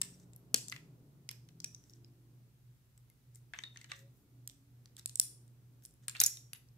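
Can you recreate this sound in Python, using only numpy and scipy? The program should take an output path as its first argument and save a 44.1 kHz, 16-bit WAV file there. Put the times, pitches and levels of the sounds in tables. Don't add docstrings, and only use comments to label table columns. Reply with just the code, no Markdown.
import sys
import numpy as np
from scipy import signal
from scipy.fft import rfft, irfft, next_fast_len
from scipy.io import wavfile
from scipy.ndimage import uniform_filter1d

SR = 44100
rng = np.random.default_rng(int(sys.argv[2]) if len(sys.argv) > 2 else 0)


def boost(x):
    u = np.asarray(x, float) / 20
    return 10 ** u


def master(y):
    cut = np.clip(np.atleast_2d(y).T, -1, 1)
    pcm = np.round(cut * 32767)
    wavfile.write(sys.argv[1], SR, pcm.astype(np.int16))


N = 298557
T = np.arange(N) / SR

# start_s, peak_db, pitch_hz (strongest mode), body_modes_db, shell_modes_db
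PILE_CLICKS = [(0.5434, -8.5, 7450, -8, 8), (0.683, -30.5, 7970, -27, -7), (0.6974, -32, 6500, -40, -8),
               (0.7174, -37, 4840, -16, -14), (0.7231, -28, 2010, -3.5, -12),
               (0.7626, -36.5, 2020, 9.5, 3.5), (1.29, -27.5, 5320, -7, -2), (1.3125, -31.5, 12350, -8, -7),
               (1.488, -48, 4250, 6.5, 6), (1.6021, -35, 5540, -28, -11), (1.6433, -23.5, 5790, -20.5, -5),
               (1.7465, -36.5, 5780, -33, -18)]
PLATE_CLICKS = [
    (3.5356, -33.5, 1690, -8, -21.5),
    (3.5442, -39, 1740, 20, -11),
    (3.5879, -33, 3080, 17, 2),
    (3.6368, -32, 3726, -13, -19.5),
    (3.7593, -45, 1900, -19, -24),
    (3.7722, -37.5, 6180, -5, -6),
    (3.8136, -43, 2090, -12, -6),
    (3.8432, -41.5, 1830, 10, 5),
    (3.9171, -30, 1970, -1, -9),
    (3.9914, -52, 7460, -42, -8),
]
TUMBLE_CLICKS = [(6.082, -22, 8880, -12, -10), (6.0954, -31, 7430, -9.5, -7.5),
                 (6.1054, -44.5, 7350, -13.5, -12), (6.1501, -38.5, 2440, -9.5, -23.5),
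                 (6.1581, -38, 2640, -4.5, -24.5), (6.1664, -38.5, 4270, -16, -16),
                 (6.2018, -8, 6680, -17, 3), (6.2137, -15, 11360, -6, -18), (6.2234, -34, 2700, -4, -10.5),
                 (6.2369, -9, 6450, -47.5, -0.5), (6.2462, -23, 5670, -28, -10),
                 (6.2541, -37, 5630, -28.5, -14), (6.2598, -20, 5830, -49, 2),
                 (6.2626, -14, 7170, -61.5, 4.5), (6.371, -37.5, 3750, -3.5, 1.5),
                 (6.559, -53, 2680, -10, -20)]
FIDGET_CLICKS = [(0.0153, -18, 8240, -17, -18), (0.199, -51, 6000, -12, -1), (0.3337, -47, 7660, -17, -22),
                 (0.362, -42.5, 11700, -39, -14), (1.8392, -49.5, 5740, -26, -25),
                 (1.8967, -46.5, 5570, -33, -17.5), (1.9056, -54, 5770, -31, -1),
                 (1.9355, -43, 5640, -38, -33), (2.0458, -50, 5196, -14, -23),
                 (2.9772, -47.5, 8100, -5, -4.5), (3.1, -49, 11700, -16.5, -14),
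                 (3.3483, -48.5, 7560, -35.5, -21.5), (3.357, -43.5, 9340, -34, -12)]
PRESS_CLICKS = [(4.4754, -27.5, 8460, -19, -8), (4.4974, -38.5, 3570, -15.5, -5),
                (4.8576, -42.5, 4480, 2.5, 1), (4.9671, -36, 3460, -13, 2.5), (4.9948, -36, 3940, -10, 0),
                (5.0588, -19, 9080, -22, -9), (5.0948, -35.5, 7460, -9, 1), (5.1565, -22, 8370, -53, -15),
                (5.1979, -6, 9070, -54, -1.5), (5.479, -55, 9260, -23.5, -12.5),
                (5.8232, -56, 1500, -3, 0.5), (5.909, -54.5, 8000, -25, -5),
                (5.939, -56.5, 10500, -29, -8.5), (5.8515, -35, 8500, -24, -8.5),
                (5.859, -37, 10820, -45, -15.5), (6.5324, -29.5, 11370, 0, -1)]
BOUNCE_CLICKS = [(.0181, -20, 7890, -14, -12), (.0212, -31, 5260, -12, -8), (.5455, -23, 5080, -20, -8),
                 (5.1994, -15, 9280, -30, -18), (6.2007, -28, 7500, -40, -10),
                 (6.2062, -24, 5900, -25, -10), (6.2172, -19, 8400, -15, -4),
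                 (6.2155, -16, 11300, -18, -12), (6.211, -26, 3900, -12, -8), (4.9805, -44, 9000, -15, -3),
                 (6.111, -40, 8800, -10, -3), (5.1745, -44, 7700, -30, -8), (3.5635, -45, 2100, -3, -24),
                 (3.898, -52, 2560, -3, -18), (6.687, -56, 5600, -30, -20), (5.838, -52, 7000, -25, -5)]

# start_s, pitch_hz, level_db, t60_s further modes of struck parts that
PART_RINGS = [(.5432, 2900, -22.5, 0.0051), (.5432, 12900, -24, .008), (1.643, 2450, -40, 0.012),
              (3.10, 2110, -71.5, .061), (3.36, 2110, -70, 0.056), (3.5885, 6200, -30.5, 0.0066),
              (3.917, 1170, -51, 0.07), (5.1981, 7880, -12, 0.008), (5.1982, 12800, -24, 0.015),
              (6.196, 4600, -35, 0.011), (6.2091, 8370, -26, 0.042), (6.2138, 13900, -14.5, .016),
              (6.2138, 3920, -25.5, 0.027), (6.2386, 5645, -25, .045), (6.2642, 11300, -21, 0.018),
              (6.532, 14000, -41, 0.028), (6.2635, 6840, -20, 0.025), (6.247, 5645, -36, 0.064),
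              (6.0815, 8900, -34, 0.038), (6.533, 11100, -42.5, 0.02), (3.6372, 3690, -37, .035),
              (4.4755, 12800, -36, .012), (.7235, 2030, -36, .025),
              (1.2902, 6270, -40, .012), (1.2902, 2120, -44, .015), (1.2902, 3900, -45, .012),
              (1.6435, 5160, -36, .015), (1.6435, 9710, -36, .008), (1.6023, 6100, -46, .012),
              (1.7467, 5060, -45, .013), (1.8394, 5100, -58, .012), (1.8969, 5100, -56, .012),
              (1.9357, 5100, -52, .012), (1.9357, 6090, -51, .012), (.0154, 9120, -30, .01),
              (.0154, 13100, -38, .012), (.0154, 5260, -38, .01), (.5446, 5080, -27, .016),
              (.5434, 6830, -29, .012), (6.2148, 11300, -20, .02), (6.2018, 14300, -24, .015),
              (3.5358, 2100, -46, .03), (3.5358, 2700, -49, .03), (3.5358, 3340, -50, .025),
              (3.5885, 1900, -48, .03), (3.6375, 1850, -47, .03), (3.7595, 1900, -54, .05),
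              (3.9175, 2800, -46, .02), (3.9175, 3600, -48, .02), (6.535, 14050, -58, .2),
              (6.535, 11100, -60, .18), (.13, 5700, -66, .12), (6.2372, 9200, -30, .03),
              (6.2635, 9200, -38, .07), (.7235, 3900, -45, .02), (.7185, 11500, -48, .015),
              (6.2018, 11800, -26, .03), (6.082, 7300, -40, .03)]
SINGING_LINES = [
    (3.645, 3690, -57, .4),
    (5.208, 9300, -48, .38),
    (6.245, 5650, -45.5, .45),
    (6.22, 11280, -48, .35),
]
KNUCKLE_THUMPS = [
    (.543, 447, -32, 0.024),
    (.543, 250, -37, .03),
    (5.198, 197, -55, 0.072),
    (6.2137, 414, -48, 0.035),
    (6.2137, 750, -48, .04),
    (3.536, 700, -58, .05),
]

# start_s, length_s, peak_share (0-1 of length), peak_db, rubbing_part (0 body, 1 edge, 2 skin)
SLIDES = [(0, 0.25, .1, -66, 1.05), (.68, 0.13, .25, -65, 2), (1.78, .22, 0.47, -72, .9),
          (3.335, 0.059, 0.36, -64.5, 1.36), (3.535, 0.08, 0.34, -59, .02), (3.59, 0.079, .5, -62, 0.55),
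          (3.73, 0.11, .4, -68.5, .1), (3.78, 0.098, 0.3, -69, 1.05), (3.885, 0.092, 0.22, -56, .1),
          (3.95, .09, 0.6, -64.5, 1.3), (4.12, 0.13, .45, -73.5, 2.3), (4.965, 0.08, .1, -71.5, 0.35),
          (4.976, 0.029, 0.55, -52, 1.1), (6.53, 0.041, 0.77, -60, .1), (5.061, 0.098, .7, -76, 1.6),
          (5.822, 0.054, .5, -63.5, 1.8), (6.015, .055, 0.43, -71, .85), (6.14, 0.062, 0.37, -53, 0.2),
          (6.2, 0.092, .3, -54, .1)]
# pitch_hz, level_db
RUB_COLOURS = [
    [(400, -24), (1100, -9), (1900, 1), (2400, -10), (2900, -6), (3700, 1), (4500, -12), (8000, -50.5)],
    [(2500, -41), (4500, -7.5), (6200, -0.5), (8200, -2), (9500, -10.5), (13000, -41)],
    [(6100, -41.5), (9600, -5), (12500, 0), (15200, -1), (16300, -40)],
]
# start_s, left_over_right_db
HAND_PLACES = [(0, 3.5), (.6, 1.5), (1.4, 2.5), (2, .5), (3.55, 1.5), (3.7, 0), (4.5, .5), (5.2, -1.5),
               (6.1, 0), (6.77, -.5)]

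# pitch_hz, level_db
TAIL_COLOUR = [(200, 4.5), (1000, 1), (4000, -4.5), (8000, -7), (11000, -6), (13500, -5), (16000, -5)]
# pitch_hz, t60_s
TAIL_T60 = [(300, 0.17), (2000, 0.33), (6000, 0.39), (10000, .36), (13000, .3), (16000, 0.24)]
# delay_s, level_db
WALL_ECHOES = [
    (0.0163, 8.5),
    (0.0216, -1),
    (0.031, -4),
    (0.037, -0.5),
]

# peak_s, end_s, firing_hz, peak_db, fade_db_per_s
THROTTLE = [
    (0, 0.723, 44.86, -61, 28),
    (0.835, 1.35, 40.03, -65.5, 31.5),
    (1.6, 1.805, 40.82, -63.5, 45),
    (1.952, 2.404, 49, -67, 11),
]
# pitch_hz, level_db
HOUSE_MODES = [(85, -27), (98, -4.5), (135, -18.5), (160, 4), (180, 2.5), (200, -10), (225, -18),
               (247, -7.5), (294, -5), (318, -13.5), (340, -6), (362, -18.5), (400, -9), (450, -22.5)]
# start_s, end_s, pitch_hz, level_db
PIPE_WHINES = [
    (3.899, 4.1, 402, -80),
    (3.91, 4.103, 548, -74.5),
    (4.22, 4.797, 278.2, -74),
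]
# start_s, level_db
RUMBLE_SWELL = [(0, -64.5), (.7, -61.5), (2.3, -68), (3.2, -72.5), (3.8, -67.5), (5.6, -69.5), (6.5, -68.5),
                (6.77, -71)]
# pitch_hz, level_db_per_hz
STREET_COLOUR = [(82, -29), (140, -3), (152, -15), (269, -19), (417, -25.5), (519, -30.5), (1500, -46.5),
                 (1950, -77)]
# pitch_hz, level_db_per_hz
DEEP_COLOUR = [(15, -62), (30, -16), (42, -2), (65, 0.5), (100, -3), (150, 0), (220, -32), (400, -81.5)]
# pitch_hz, level_db_per_hz
MIC_COLOUR = [(400, -31), (700, -8.5), (1500, -8), (3000, -10), (6000, -11), (10000, -12), (13500, -9),
              (16000, -12.5)]
# pitch_hz, level_db
FAINT_TOP = [(15650, 0), (15900, -40)]
# pitch_hz, level_db
PHONE_TOP = [(16500, 0), (16900, -70)]


def on_log(hz, table):
    points = np.array(table)
    return np.interp(np.log(np.maximum(hz, 1)), np.log(points[:, 0]), points[:, 1])


def level(x, db):
    return x * boost(db) / np.sqrt(np.mean(x ** 2))


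def colour(x, table):
    n = next_fast_len(x.shape[-1])
    hz = np.arange(n // 2 + 1) * SR / n
    return irfft(rfft(x, n) * boost(on_log(hz, table)), n)[..., :x.shape[-1]]


def stereo_noise(table, alike_hz):
    mid, side = rng.standard_normal((2, N))
    side = colour(side, [(alike_hz / 8, -18), (alike_hz, 0)])
    return colour(np.array([mid + side, mid - side]), table)


def walk(rate):
    hold = int(SR / rate)
    steps = np.repeat(rng.standard_normal(N // hold + 1), hold)
    return 1.1 * uniform_filter1d(uniform_filter1d(steps, hold), hold)[:N]


def onset(x):
    x = np.minimum(x, 1)
    return x * x * (3 - 2 * x)


def add(out, start_s, x, lag):
    for channel, late in enumerate((max(lag, 0), max(-lag, 0))):
        i = int(start_s * SR) + late
        out[channel, i:i + x.shape[1]] += x[channel, :N - i]


def clicks(table, top_db, t60, low_t60, skew, left_db, lag, count=80):
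    out = np.zeros((2, N))
    t = np.arange(900) / SR
    sides = np.array([[1], [-1]])
    for (start_s, db, hz, low_db, mid_db), u in zip(table, rng.random((len(table), 5, count))):
        f = 600 + 15900 * ((np.arange(count) + u[0]) / count) ** 1.5
        high_db = mid_db + top_db + 1.5 * np.log2(hz / 6000)
        base_db = on_log(f, [(600, low_db - 26), (1200, low_db - 9), (1700, low_db - 2), (2500, low_db),
                             (5500, mid_db + 1.5), (8000, mid_db), (13000, high_db),
                             (14500, high_db - 1.5), (16500, high_db - 12.5)])
        gain = boost(base_db) + np.exp(-.5 * (np.log(f / hz) / 0.063) ** 2)
        age = np.maximum(t - .002 * u[1][:, None] ** 6, 0)
        decay_s = on_log(f, [(1000, low_t60), (6000, t60)]) * (0.47 + 1.1 * u[2])
        turn = 0.39 * u[3] + skew * np.minimum(f / 3000, 1) * (u[4] - .5) * sides
        wave = np.sin(2 * np.pi * (f[:, None] * age + turn[:, :, None]))
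        wave = wave * onset(age * f[:, None] / 1.6)
        fade = np.exp(-np.log(1000) * age / decay_s[:, None])
        x = np.sum(gain[:, None] * fade * wave, axis=1)
        x = x * (1 + 2.1 * np.exp(-t / 0.00098))
        x = x / np.abs(x).max(axis=1, keepdims=True)
        add(out, start_s, x * boost(db + left_db * sides), lag)
    return out


def floor_contacts():
    floor = dict(t60=0.014, low_t60=0.04, skew=0.57, lag=-6)
    pile = clicks(PILE_CLICKS, top_db=-10.5, left_db=0.05, **floor)
    plate = clicks(PLATE_CLICKS, top_db=-22, left_db=0.1, **floor)
    tumble = clicks(TUMBLE_CLICKS, top_db=-4.5, left_db=-0.13, **floor)
    return pile + plate + tumble


def hand_contacts():
    held = dict(t60=0.0052, low_t60=0.011, skew=0.51, lag=8)
    fidget = clicks(FIDGET_CLICKS, top_db=-4, left_db=-0.2, **held)
    press = clicks(PRESS_CLICKS, top_db=-9, left_db=0.1, **held)
    bounce = clicks(BOUNCE_CLICKS, top_db=-8, left_db=0.1, **held)
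    return fidget + press + bounce


def rings(table, left_db, lag):
    out = np.zeros((2, N))
    rock_db = 4.5 * walk(160)
    for k, (start_s, hz, db, t60) in enumerate(table):
        t = T[:int(min(t60, .3) * SR) + 50]
        flutter = boost(rock_db[1500 * k:][:len(t)] * np.minimum(t / .01, 1))
        wave = np.sin(2 * np.pi * hz * t + 2 * np.log(flutter))
        x = flutter * wave * np.exp(-np.log(1000) * t / t60) * onset(t / .0003)
        add(out, start_s, x * boost(db + np.array([[left_db], [-left_db]])), lag)
    return out


def after_ring(table, ring_db, t60):
    return [(start_s, hz, db + ring_db, t60) for start_s, db, hz, *_ in table]


def ringing_plates():
    table = PART_RINGS + SINGING_LINES
    table = table + after_ring(PILE_CLICKS, ring_db=-22.5, t60=.02)
    table = table + after_ring(PLATE_CLICKS, ring_db=-15, t60=0.038)
    table = table + after_ring(TUMBLE_CLICKS, ring_db=-12, t60=0.027)
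    table = table + after_ring(FIDGET_CLICKS, ring_db=-8, t60=0.016)
    table = table + after_ring(PRESS_CLICKS, ring_db=-15, t60=0.018)
    return rings(table, left_db=.3, lag=-1)


def slides():
    out = np.zeros((2, N))
    swell_db, fade_db, spread_db = 8, 10, 8
    for k, table in enumerate(RUB_COLOURS):
        slips = rng.random(N) < 3000 / SR
        grains = slips * rng.standard_normal(N) * boost(1.8 * rng.exponential(size=N))
        rub = colour(grains + .3 * rng.standard_normal((2, N)), table)
        rub = level(rub, 0) * boost(3 * walk(70))
        for start_s, length_s, share, db, part in SLIDES:
            i = slice(int(start_s * SR), int((start_s + length_s) * SR))
            x = (T[i] - start_s) / length_s
            gate = np.clip(np.minimum(x, 1 - x) * length_s / 0.012, 0, 1)
            shape_db = np.interp(x, [0, np.clip(share, .02, .98), 1], [-swell_db, 0, -fade_db])
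            out[:, i] += gate * rub[:, i] * boost(db + shape_db - spread_db * abs(part - k) - 3.0)
    return out


def room(dry, wet_db, onset_s):
    t = np.arange(26000) / SR
    shape = 0.96 * np.clip((t - onset_s) / .02, 0, 1) + 0.5 * np.clip(t / 0.0049, 0, 1)
    for delay_s, db in WALL_ECHOES:
        shape = shape + boost(db) * np.exp(-.5 * ((t - delay_s) / 0.0012) ** 2)
    tail = 0
    for hz in 250 * 2 ** np.arange(0, 6.5, .5):
        band = colour(rng.standard_normal((2, len(t))), [(hz / 1.2, -40), (hz / 1.425, -3), (hz, 0),
                                                         (hz * 1.247, -3), (hz * 3.5, -40)])
        tail = tail + band * boost(on_log(hz, TAIL_COLOUR) - 60 * t / on_log(hz, TAIL_T60))
    return signal.fftconvolve(dry, tail * shape * boost(wet_db), axes=1)[:, :N]


def motorbike():
    columns = np.transpose(THROTTLE)
    burst = np.minimum(np.searchsorted(columns[1], T), len(THROTTLE) - 1)
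    peak, end, hz, db, fade = columns[:, burst]
    hz = uniform_filter1d(hz * (1 - .025 * (T - peak)), size=1000)
    rise_db_per_s = 73
    db = db - np.where(T < peak, rise_db_per_s * (peak - T), fade * (T - peak))
    db = db - 300 * np.maximum(T - end, 0)
    phase = 2 * np.pi * np.cumsum(hz) / SR
    tones = 0
    for k in range(2, 11):
        gain = boost(on_log(k * hz, HOUSE_MODES) + 2.5 * walk(3.4))
        tones = tones + gain * np.sin(k * phase + 6 * rng.random())
    return tones * uniform_filter1d(boost(db), size=1000)


def mains_hum():
    waver = 1 + .36 * np.sin(2 * np.pi * 2.91 * T + 2.6 + .5 * walk(1.5))
    hum = boost(-61) * np.sin(2 * np.pi * 120.13 * T) * waver
    mode = colour(rng.standard_normal(N), [(60, -81), (100, -18), (113, -4.5), (121, 13.5),
                                           (131, -5.5), (145, -18.5), (200, -79.5)])
    return hum + level(mode, -70)


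def pipe_whine():
    out = np.zeros(N)
    for start_s, end_s, hz, db in PIPE_WHINES:
        tone = boost(4 * walk(25)) * np.sin(2 * np.pi * hz * T + 1.4 * walk(30))
        out = out + boost(db) * np.clip(np.minimum(T - start_s, end_s - T) / 0.021, 0, 1) * tone
    return out


def street_rumble():
    swell_db = np.interp(T, *np.transpose(RUMBLE_SWELL)) + 1.6 * walk(6)
    rumble = level(stereo_noise(STREET_COLOUR, alike_hz=1256), 0) * boost(swell_db)
    return rumble + level(stereo_noise(DEEP_COLOUR, alike_hz=250), -72)


def house():
    return (mains_hum() + pipe_whine()) * boost(np.array([[-.4], [.4]])) + street_rumble()


def microphone_hiss():
    return level(colour(rng.standard_normal((2, N)), MIC_COLOUR), -76.5)


def scene():
    thumps = rings(KNUCKLE_THUMPS, left_db=2.8, lag=3)
    knocks = floor_contacts() + hand_contacts() + slides() + thumps
    plates = ringing_plates()
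    reverb = room(knocks + .6 * plates, wet_db=-40.0, onset_s=0.012)
    background = colour(microphone_hiss() + reverb, FAINT_TOP)
    left_over_right_db = np.interp(T, *np.transpose(HAND_PLACES))
    pan = boost(left_over_right_db / 2 * np.array([[1], [-1]]))
    return pan * (knocks + plates) + background + motorbike() + house()


def low_pass(x):
    return signal.sosfilt(signal.butter(12, 16930, fs=SR, output="sos"), x)


def record(dry):
    mix = colour(dry, PHONE_TOP)
    return low_pass(mix)


dry = scene()
out = record(dry)
master(out)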